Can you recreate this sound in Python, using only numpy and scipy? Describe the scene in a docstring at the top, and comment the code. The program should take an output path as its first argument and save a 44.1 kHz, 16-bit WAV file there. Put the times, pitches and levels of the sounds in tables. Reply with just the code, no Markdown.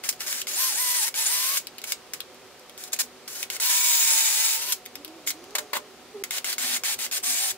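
"""Cordless drill in a garage

A drill works into a cast metal housing close to a two-port microphone. In each burst the motor and
gear teeth whine at multiples of the shaft speed, the gears rasp and the bit excites the resonances
of the casting. Trigger, clutch and bit click, and the tool knocks on the bench. Behind it a fan hums,
an engine revs past outside and a short hoot sounds."""
import sys
import numpy as np
from scipy import signal
from scipy.fft import rfft, irfft, next_fast_len
from scipy.io import wavfile
from scipy.ndimage import uniform_filter1d

SR = 44100
rng = np.random.default_rng(int(sys.argv[2]) if len(sys.argv) > 2 else 0)


def inscribe(sig):
    """Save sig as 16-bit PCM at rate SR to the path in sys.argv[1].

    A 1-D sig is mono; a 2-D sig holds one channel per row.
    Samples are clipped to [-1, 1] before scaling.
    """
    pcm = np.round(np.clip(np.atleast_2d(sig).T, -1, 1) * 32767)
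    wavfile.write(sys.argv[1], SR, pcm.astype(np.int16))


N = 333837
T = np.arange(N) / SR


def undb(db):
    """Amplitude ratio of a level in dB."""
    return 10 ** (np.asarray(db) / 20)


def level(x, db=0):
    """Scaling to an rms level."""
    return x * undb(db) / np.sqrt(np.mean(x ** 2))


def butter(x, order, hz, kind="low", apply=signal.sosfilt):
    """Maximally flat filter, causal by default."""
    return apply(signal.butter(order, hz, kind, fs=SR, output="sos"), x)


def colour(x, points):
    """Spectral shaping by (f/Hz, level/dB) points on a logarithmic frequency axis."""
    hz, db = np.transpose(points)
    size = next_fast_len(N)
    f = np.maximum(np.arange(size // 2 + 1) * SR / size, 1)
    gain = undb(np.interp(np.log(f), np.log(hz), db, left=-70, right=-70))
    return irfft(rfft(x, size) * gain, size)[..., :N]


def resonate(x, hz, width_hz):
    """Forced response of a two-pole resonator, scaled to unit rms."""
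    return level(signal.lfilter(*signal.iirpeak(hz, hz / width_hz, fs=SR), x))


def walk(rate):
    """Slow random fluctuation: values held for 1 / rate s and smoothed twice; spread near 1."""
    k = int(SR / rate)
    steps = np.repeat(rng.standard_normal(N // k + 1), k)
    return 1.256 * uniform_filter1d(uniform_filter1d(steps, k), k)[:N]


def envelope(tables, column):
    """Amplitude envelope from one level column of timed tables; silent outside them."""
    out = np.zeros(N)
    for rows in map(np.array, tables):
        on = (T >= rows[0, 0]) & (T <= rows[-1, 0])
        out[on] = undb(np.interp(T[on], rows[:, 0], rows[:, column]))
    return uniform_filter1d(out, size=88)


def ring(modes):
    """Impulse response as a sum of damped modes, peak 1."""
    t = np.arange(int(.12 * SR)) / SR
    y = sum(undb(db - 60 * t / t60) * np.sin(2 * np.pi * hz * t) for hz, db, t60 in modes)
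    return y / np.abs(y).max()


def add(out, s, x):
    """Superposition of a short sound at time s."""
    i = int(s * SR)
    out[i:i + len(x)] += x[:len(out) - i]


def grit(scatter_db):
    """Impulsive noise: dense tiny impacts of uneven size."""
    return rng.standard_normal(N) * undb(scatter_db * np.minimum(rng.exponential(size=N), 4.5))


def room(x, t60_s, wet_db):
    """Diffuse reverberation: a separate tail at each port, its treble decaying faster."""
    t = np.arange(int(.3 * SR)) / SR
    noise = rng.standard_normal((2, len(t))) * np.minimum(t / .0019, 1)
    low = butter(noise, 1, 5000)
    decay = undb(-60 * t / t60_s)
    tail = low * decay + (noise - low) * decay ** 4
    tail *= undb(wet_db) / np.sqrt(np.sum(tail ** 2) / 2)
    return signal.fftconvolve(x[None], tail, axes=1)[:, :N]


def garage():
    """Ambient noise, largely coherent between the ports except in the treble."""
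    # room noise spectrum: f/Hz, relative level/dB
    spectrum = [(18, -74), (30, -25), (103, -17.5), (309, -14), (371, -8.5), (521, -12), (626, -10),
                (695, -19), (752, -14.5), (1340, -14.5), (1450, -17.5), (2320, -18), (4710, -22),
                (15700, -35)]
    mid, side = level(colour(rng.standard_normal((2, N)), spectrum), -50.5) * undb(.32 * walk(4.5))
    side = colour(side, [(20, -8), (100, -11), (300, -8), (800, -10.5), (2000, -8), (4500, .8),
                         (16000, -1.5)])
    return np.array([mid + side, mid - side])


def fan():
    """Narrow-band noise is heard as the wavering tones of a fan."""
    # spectral lines: f/Hz, bandwidth/Hz, level/dB
    lines = [(378.2, 10.6, -59), (508.3, 22, -61.5), (737.5, 6.7, -61.5), (246.7, 5.6, -64.5)]
    return sum(undb(db) * resonate(rng.standard_normal(N), hz, width) for hz, width, db in lines)


def hum():
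    """Amplitude modulation of a low noise band: a hum that swells now and then."""
    # swells: centre t/s, half width/s, level/dB
    swells = [(6.1, 0.31, -58.5), (6.7, 0.067, -45), (6.94, 0.14, -56.5), (7.31, 0.051, -49)]
    gain = sum(undb(db) * np.exp(-((T - s) / width) ** 2) for s, width, db in swells)
    return gain * resonate(rng.standard_normal(N), hz=248, width_hz=16)


def harmonic_tone(rows, second, third):
    """Three harmonics of a gliding fundamental, unsteady in phase and level."""
    s, hz, _ = np.transpose(rows)
    phase = 2 * np.pi * np.cumsum(np.interp(T, s, hz) * (1 + .01234 * walk(50))) / SR
    tone = np.sin(phase) + second * np.sin(2 * phase + 1.12 * walk(72))
    tone += third * np.sin(3 * phase + 2 * walk(75))
    return np.sqrt(2) * tone * undb(2.95 * walk(40)) * envelope([rows], column=2)


def engine():
    """Periodic firing gives a harmonic series; a broadband roar swells and fades with it."""
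    # engine outside: t/s, firing f/Hz, level/dB
    revs = [(4.9, 260.6, -76), (4.97, 279.8, -55), (5.17, 332.4, -49.5), (5.24, 286.3, -57),
            (5.324, 290, -52), (5.572, 440.5, -44), (5.66, 420, -57), (5.85, 423, -52.5), (5.95, 428, -62)]
    tone = harmonic_tone(revs, second=.25, third=.12)
    roar = colour(rng.standard_normal(N), [(250, 10.5), (600, 1), (1300, -5), (3000, -19), (7000, -6)])
    return tone + level(roar, -52.5) * np.exp(-((T - 5.5) / .26) ** 2)


def hoot():
    """A short low tone, nearly pure because its overtones are weak."""
    # course of the hoot: t/s, f/Hz, level/dB
    glide = [(6.135, 438, -62), (6.147, 439, -41), (6.163, 401, -34.5), (6.173, 393.5, -46),
             (6.228, 402, -33)]
    return harmonic_tone(glide, second=.08, third=.05)


def knocks():
    """Impact excitation: the drill strikes the bench with a crack, and the top rings in its modes."""
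    # blows: t/s, level/dB
    blows = [(5.551, -22), (5.586, -22.5), (5.732, -16.5), (5.754, -18.5), (5.768, -16.5)]
    # bench modes: f/Hz, relative level/dB, T60/s
    modes = [(604, -2.5, 0.19), (950, -19, 0.028), (1034.7, 14, 0.013), (1427, 1, 0.011),
             (1655, -18, 0.024), (2024, 7.5, 0.019), (2740, -7, 0.016)]
    out, t = np.zeros(N), np.arange(SR // 20) / SR
    for s, db in blows:
        crack = rng.standard_normal(len(t)) * np.exp(-t / .0074)
        add(out, s, undb(db) * ring(modes))
        add(out, s, .35 * undb(db) * crack)
    return out


def clicks():
    """Brief contact of small hard parts gives a treble crack and sets the plastic body vibrating."""
    # trigger, clutch and bit clicks: t/s, crack level/dB, relative ring level/dB
    contacts = [(0.0379, -20, -36), (0.0908, -8, -52), (0.1264, -24, -60), (0.2054, -18.5, -44),
                (0.2808, -16.5, -60), (0.327, -13, -46), (0.416, -15, -52), (0.47, -16.5, -33.5),
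                (1.0794, -22, -32), (1.1416, -16.5, -33.5), (1.5707, -14, -30), (1.67, -18, -63),
                (1.7822, -24, -71), (1.7878, -29, -68), (1.8168, -26, -61), (1.8404, -23, -37.5),
                (1.921, -7.5, -32), (2.135, -17.5, -57), (2.1454, -30, -56), (2.2042, -17, -64),
                (2.345, -37, -57), (2.595, -37, -67), (2.6955, -30, -68), (2.7776, -25.5, -62),
                (2.8381, -18.5, -58), (2.9308, -18, -59), (2.963, -23, -60), (2.9911, -13, -54),
                (3.2774, -24.5, -50), (3.429, -13, -50), (3.5009, -14, -33), (3.5654, -23, -37),
                (3.5993, -18, -32), (4.722, -10, -55), (4.855, -29, -70), (4.8606, -21.5, -61),
                (4.955, -19.5, -59), (5.0472, -19.5, -67), (5.079, -31, -66), (5.2743, -10, -30),
                (5.3044, -12, -36), (5.4409, -32, -59), (5.5077, -34, -64), (6.2376, -17.5, -33),
                (6.3084, -13.5, -31), (6.3818, -15, -35), (6.4441, -15, -29.5), (6.5282, -14, -38),
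                (6.5817, -12, -29.5), (6.764, -15, -28.5), (6.8356, -12.5, -29.5), (6.9895, -21, -38.5),
                (7.064, -19, -36), (7.1128, -17.5, -35)]
    # drill body modes: f/Hz, relative level/dB, T60/s
    modes = [(2150, 0, .018), (1550, -9, .014), (2700, -7, .012)]
    rise_s, ring_gain_db = .0005, 8.5
    out, t = np.zeros(N), np.arange(SR // 20) / SR
    shape = t / rise_s * np.exp(1 - t / rise_s) + .041 * np.exp(-t / .003)  # snap, then rattle
    cracks = butter(rng.standard_normal((len(contacts), len(t))) * shape, 3, 2500, "high")
    cracks = .5 * cracks + butter(cracks, 1, 6000)
    grips = 1 + .039 * rng.standard_normal(len(contacts))  # the hand detunes the body each time
    for (s, db, ring_db), crack, grip in zip(contacts, cracks, grips):
        body = ring([(hz * grip, mode_db, t60) for hz, mode_db, t60 in modes])
        add(out, s, undb(db) * crack / np.abs(crack).max())
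        add(out, s + rise_s, undb(ring_db + ring_gain_db) * body)
    return out


def sizzle():
    """Fine chips tearing off radiate high treble noise, incoherent between the ports."""
    # hard bite of the flutes: t/s, level/dB
    bite = [(3.62, -28), (3.72, -32), (3.94, -25), (4.292, -34), (4.56, -30), (4.58, -44)]
    chips = np.array([grit(1.63), grit(2.65)])
    hiss = colour(chips, [(13700, -25), (14100, -3), (14800, 4), (15500, 3), (16000, -4)])
    return level(hiss) * envelope([bite], column=1)


def pulls():
    """Trigger pulls in time order: rows (t/s, shaft f/Hz, rasp, drone, chatter/dB) and a whine mix."""
    # long pulls, one table each: t/s, shaft f/Hz, rasp level/dB, chatter level/dB
    runs = [
        [(.469, 451.6, -36.5, -33), (.555, 600, -36, -56), (.585, 958, -29, -45), (.61, 1046, -29, -48),
         (.68, 1033, -29.5, -39), (.742, 695.5, -34.5, -45)],
        [(.7421, 699.8, -36, -36), (.775, 908, -31.5, -41), (.81, 1006, -30.5, -38), (.975, 981.5, -30, -42),
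         (1.0, 923, -31, -47), (1.033, 816, -29.5, -32), (1.063, 966, -33, -53), (1.088, 892, -32, -45)],
        [(1.142, 757, -39, -43), (1.187, 901, -29, -40), (1.245, 878, -33.5, -42), (1.265, 769, -32, -30),
         (1.296, 919, -32, -40), (1.318, 992, -30, -49), (1.452, 1031, -30.5, -50), (1.541, 1122, -30.5, -47),
         (1.578, 1040, -30, -35)],
        [(3.6, 900, -41, -33), (3.625, 900, -29.5, -38), (3.674, 1008, -29.5, -34), (3.72, 971, -28.5, -29),
         (3.826, 990, -30.5, -28.5), (4.0, 944, -30, -26.5), (4.146, 897.5, -29, -26), (4.335, 854, -30, -30.5),
         (4.535, 892, -32, -31), (4.59, 917, -35, -46), (4.652, 962, -36, -59), (4.694, 1021, -34, -53),
         (4.73, 950, -33, -39)],
        [(7.228, 747, -35.5, -40), (7.254, 713, -33.5, -40), (7.275, 762.5, -32, -40), (7.318, 728, -31.5, -38),
         (7.353, 651.5, -34, -32.5), (7.433, 780, -31, -40), (7.515, 705, -33.5, -39)],
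        [(6.583, 579.6, -36.5, -45), (6.63, 678, -33.5, -44), (6.675, 768.5, -33, -44),
         (6.745, 813.5, -31, -37), (6.772, 769, -35.5, -34)],
    ]
    # levels re rasp per long pull: drone/dB, shaft/dB, first gear/dB, second gear/dB, commutator/dB
    mixes = [(-5, -9, -8, -5, -2.5), (-5.5, -8.5, -2, 0, -4), (-4, -11, -4, -1.5, -4.5),
             (-3, -9.5, -18, -7.5, -4), (-4.5, -10, -25, -3.5, -0.5), (-0.5, -12.5, -20, -6, -1)]
    # short pulls: start t/s, end t/s, top shaft f/Hz, first and last rasp level/dB,
    # drone and chatter level/dB re rasp
    squeezes = [(0.033, 0.092, 299.6, -35.5, -42, -2.5, -7), (0.194, 0.261, 297.7, -38, -43.5, -1.5, -12),
                (0.263, .422, 348.7, -35.5, -38, -4, -4), (1.861, 1.924, 301, -40.5, -39, -5, -12),
                (2.775, 2.886, 250.7, -43.5, -52, -3, -4), (2.989, 3.018, 308, -21, -31, -6, -3.5),
                (3.275, 3.431, 298.7, -45.5, -38, -5.5, -8), (3.507, 3.57, 300, -41.5, -39.5, -3.5, -4),
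                (5.265, 5.312, 299, -29, -39.5, -10, -2), (5.733, 5.773, 248.8, -47, -49, 15, 7),
                (6.308, 6.387, 661.5, -38.5, -34.5, 0.5, -6), (6.445, 6.54, 722, -37.5, -34.5, -0.5, -11),
                (6.836, 6.945, 792, -30, -35, -0.5, -5.5), (6.984, 7.06, 884.7, -36.5, -33, -3, -6),
                (7.113, 7.183, 726, -32, -32, -3.5, -7)]
    # levels re rasp in short pulls: shaft/dB, first gear/dB, second gear/dB, commutator/dB
    squeeze_mix = (-16, -22, -12, -2)
    speed_curve = ((0, .76), (.31, .94), (.62, 1), (1, .85))  # shares of duration and of top speed
    out = [([(s, hz, db, db + mix[0], bit) for s, hz, db, bit in rows], mix[1:])
           for rows, mix in zip(runs, mixes)]
    for start, end, top_hz, first, last, drone, bit in squeezes:
        points = [(start + k * (end - start), v * top_hz, first + k * (last - first))
                  for k, v in speed_curve]
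        out.append(([(s, hz, db, db + drone, db + bit) for s, hz, db in points], squeeze_mix))
    return sorted(out, key=lambda pull: pull[0][0][0])


def backlash(tables):
    """Gear backlash: after a pause the gain rises as the teeth take up their slack."""
    slack_s = .012
    ends = [-1] + [rows[-1][0] for rows in tables]
    starts = np.array([rows[0][0] for rows, end in zip(tables, ends) if rows[0][0] - end > slack_s])
    since = T - starts[np.maximum(np.searchsorted(starts, T) - 1, 0)]
    return np.clip(since / slack_s, .25, 1)


def grinding_gains(tables):
    """Envelopes of rasp, drone and chatter: steady running and sudden jolts add in power."""
    # the clutch grabs, the brake bites or a bit is knocked: t/s, rasp, drone and chatter level/dB
    jolts = [(0.089, -18, -28, -24), (0.127, -47, -39, -46), (0.205, -37, -33, -43), (0.417, -42, -38, -43),
             (1.081, -41, -44, -33), (1.574, -22, -32, -23), (1.839, -34, -38, -37),
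             (1.92, -39, -39, -28.5), (2.136, -28.5, -33, -33), (2.837, -43, -58, -38),
             (2.921, -39, -43, -34), (2.93, -24, -28, -25), (3.278, -37, -38.5, -43),
             (3.429, -32, -35, -42), (3.501, -34, -45, -34), (3.6, -26, -46, -28), (4.724, -19.5, -29, -29),
             (5.552, -24.5, -18.5, -26.5), (5.583, -25.5, -22, -32), (5.733, -52, -19, -35),
             (6.237, -30, -37, -32), (6.307, -30, -40, -44), (6.444, -29.5, -48, -38),
             (6.583, -31, -46, -29.5), (6.766, -32, -41, -31), (7.235, -30, -33, -43)]
    jolt_s, fall_db = .022, 33.5
    decays = [[row, (row[0] + jolt_s, *(np.array(row[1:]) - fall_db))] for row in jolts]
    slack = backlash(tables)
    return [np.hypot(envelope(tables, k + 1) * slack, envelope(decays, k)) for k in (1, 2, 3)]


def hollows(x):
    """Comb filtering: reflections in the hollow casting form notches that move as the tool shifts."""
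    # reflections: delay/s, drift/s, relative level/dB
    paths = [(.0021, 0.00024, -6.5), (.0047, .0003, -3), (.0083, .0004, -5.5)]
    reflected = sum(undb(db) * np.interp(T - lag - drift * walk(12), T, x) for lag, drift, db in paths)
    return (x + reflected) / np.sqrt(1 + sum(undb(2 * db) for _, _, db in paths))


def linger(gain):
    """Echo envelope: reflected energy decays exponentially."""
    power = 0
    for t60_s, db in ((.011, 0), (.15, -5)):  # bench and floor, then walls
        pole = undb(-120 / (t60_s * SR))
        power = power + undb(2 * db) * signal.lfilter([1 - pole], [1, -pole], gain ** 2)
    return undb(1) * np.sqrt(power)


def grinding(throb, chuck_angle, gains):
    """Forced vibration under tiny impacts: gears rasp, the housing drones, the bit chatters."""
    # gear rasp spectrum: f/Hz, relative level/dB
    rasp_spectrum = [(1760, -38), (3000, -6), (3400, -14), (4040, -2.5), (4450, -3), (4870, 0.5), (5790, 1),
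                     (8780, -2), (10700, -1.5), (12800, -3.5), (14100, -3.5), (15700, -1.5)]
    # housing drone spectrum: f/Hz, relative level/dB
    drone_spectrum = [(260, -71), (450, -61), (578, -0.5), (637, -7.5), (963, -7), (1390, -3.5),
                      (1510, -0.5), (2230, 1.5), (3710, 3), (4500, 2.5), (5850, -13), (9900, -120)]
    # resonances of the casting: f/Hz, bandwidth/Hz, relative level/dB
    casting = [(2326, 40, -6.5), (2490, 51, -8), (3750, 240, -1), (5340, 980, 1), (6630, 240, -0.5),
               (6840, 140, 0.5), (7124, 430, 4.5), (7860, 200, 1.5), (8360, 90, -17.5)]
    chips = grit(6.4)
    chatter = sum(undb(db) * resonate(chips, hz, width) for hz, width, db in casting)
    # tooth flaws recur on every turn of the chuck: a comb of partials that follows the speed
    turn = chuck_angle / (2 * np.pi) % 1
    flaws = np.interp(turn, np.linspace(0, 1, 240), rng.standard_normal(240), period=1)
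    rasp = colour(grit(2.83), rasp_spectrum)
    drone = colour(level(grit(.94)) + .81 * flaws, drone_spectrum)
    chatter *= undb(1.1 * walk(120))
    layers = level(rasp * throb, -.021), level(drone * throb, -3.27), level(chatter * throb)
    return sum(x * gain for x, gain in zip(layers, gains))


def whine(tables, mixes, shaft_hz, shaft_angle, chuck_angle):
    """Rotational orders: shaft, gears and commutator radiate tones at multiples of the shaft speed."""
    # orders, f / shaft f: shaft, first gear, second gear, commutator
    orders = [1, 8.9, 11.26, 12.04]
    # transmission through the drill housing: f/Hz, level/dB
    housing = [(400, -40), (700, -4), (960, -0.5), (1150, 3.5), (4500, -43), (6300, -13), (6900, 2.5),
               (7600, -8), (8200, 1.5), (9100, -2), (9500, -5.5), (10100, -1.5), (10700, -11), (11300, -9),
               (11700, -2), (12400, -4), (13600, -3)]
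    housing_hz, housing_db = np.transpose(housing)
    # a harder bite (chatter re rasp) raises the gear tones and lowers the commutator; slopes in dB/dB
    bite_slopes, usual_db = (.013, .25, .26, -.6), -10.5
    gains = []
    for k, (order, slope) in enumerate(zip(orders, bite_slopes)):
        levels = [[(s, rasp + mix[k] + slope * (bit - rasp - usual_db)) for s, _, rasp, _, bit in rows]
                  for rows, mix in zip(tables, mixes)]
        transmission = undb(np.interp(np.log(order * shaft_hz), np.log(housing_hz), housing_db))
        gains.append(envelope(levels, column=1) * transmission)
    # load on the first gear brings out the octave of the shaft
    out = .44 * np.sin(2 * shaft_angle + .5 * walk(120)) * gains[1]
    for order, gain in zip(orders, gains):
        # teeth meet unevenly, so higher orders flutter more and carry sidebands of the chuck
        wobble = .125 * walk(250) + .016 * np.sin(chuck_angle)
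        flutter = undb(1.1 * walk(90) + order ** .5 * walk(25))
        out += np.sin(order * (shaft_angle + wobble)) * flutter * gain
    return out


def drill():
    """One rotating shaft modulates the grinding and its echo and sets the pitch of the whine."""
    gear_ratio, coherent_below_hz = 13, 600
    tables, mixes = zip(*pulls())
    rows = np.concatenate(tables)
    shaft_hz = np.interp(T, rows[:, 0], rows[:, 1])
    shaft_angle = 2 * np.pi * np.cumsum(shaft_hz * (1 + .00296 * walk(60))) / SR
    chuck_angle = shaft_angle / gear_ratio
    # a bent bit loads the gears once a turn, its two flutes twice
    load_db = .87 * np.sin(chuck_angle) + 1.2 * np.sin(2 * chuck_angle + walk(8.5))
    throb = undb(load_db + .99 * walk(45) + .98 * walk(130))
    gains = grinding_gains(tables)
    grind = hollows(grinding(throb, chuck_angle, gains))
    # the hand-held tool keeps shifting, so each port has its own echo, alike only in the long waves
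    echo_gains = [linger(gain) for gain in gains]
    echo = np.array([grinding(np.sqrt(throb), chuck_angle, echo_gains) for port in "LR"])
    long_waves = butter(echo, 2, coherent_below_hz, apply=signal.sosfiltfilt)
    echo += long_waves[0] - long_waves
    return grind, echo, whine(tables, mixes, shaft_hz, shaft_angle, chuck_angle)


def scene():
    """Superposition at two ports: a path difference delays the right one. The level dips briefly once."""
    tool_lag, hit_lag = 4, 3  # samples; the hits come from further in front
    grind, echo, tones = drill()
    tool = grind + tones
    hits = butter(clicks() + knocks(), 2, 350, "high")
    left = undb(2.16) * (tool + hits)
    right = undb(.04) * (np.roll(tool, tool_lag) + np.roll(hits, hit_lag))
    out = np.array([left, right]) + echo + sizzle()
    out += room(hits, t60_s=.095, wet_db=-4)
    out += room(butter(tones, 2, 4000, "high"), t60_s=.051, wet_db=-.081)
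    out += engine() + hoot() + hum() + garage() + fan()
    dip = (T > 6.228) & (T < 6.237)
    return out * (1 - .84 * uniform_filter1d(dip * 1., size=30))


def record(dry):
    """Level-dependent filtering: the bass of loud sound is lowered; the top is cut off."""
    threshold_db, window_s, top_hz = -30.5, .041, 15700
    power = uniform_filter1d(np.mean(dry ** 2, axis=0), int(window_s * SR))
    excess_db = np.maximum(10 * np.log10(power + 1e-12) - threshold_db, 0)
    for hz, slope in ((590, .62), (142, 2.2)):  # corner f/Hz, dB of cut per dB of excess
        low = butter(dry, 2, hz, apply=signal.sosfiltfilt)
        dry = dry + low * (undb(-slope * excess_db) - 1)
    bass_gain = undb([[-1.7], [1.4]])  # the left port hears less bass
    wet = dry + butter(dry, 1, 700) * (bass_gain - 1)
    return signal.sosfilt(signal.ellip(14, .3, 70, top_hz, fs=SR, output="sos"), wet)


dry = scene()
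out = record(dry)
inscribe(out)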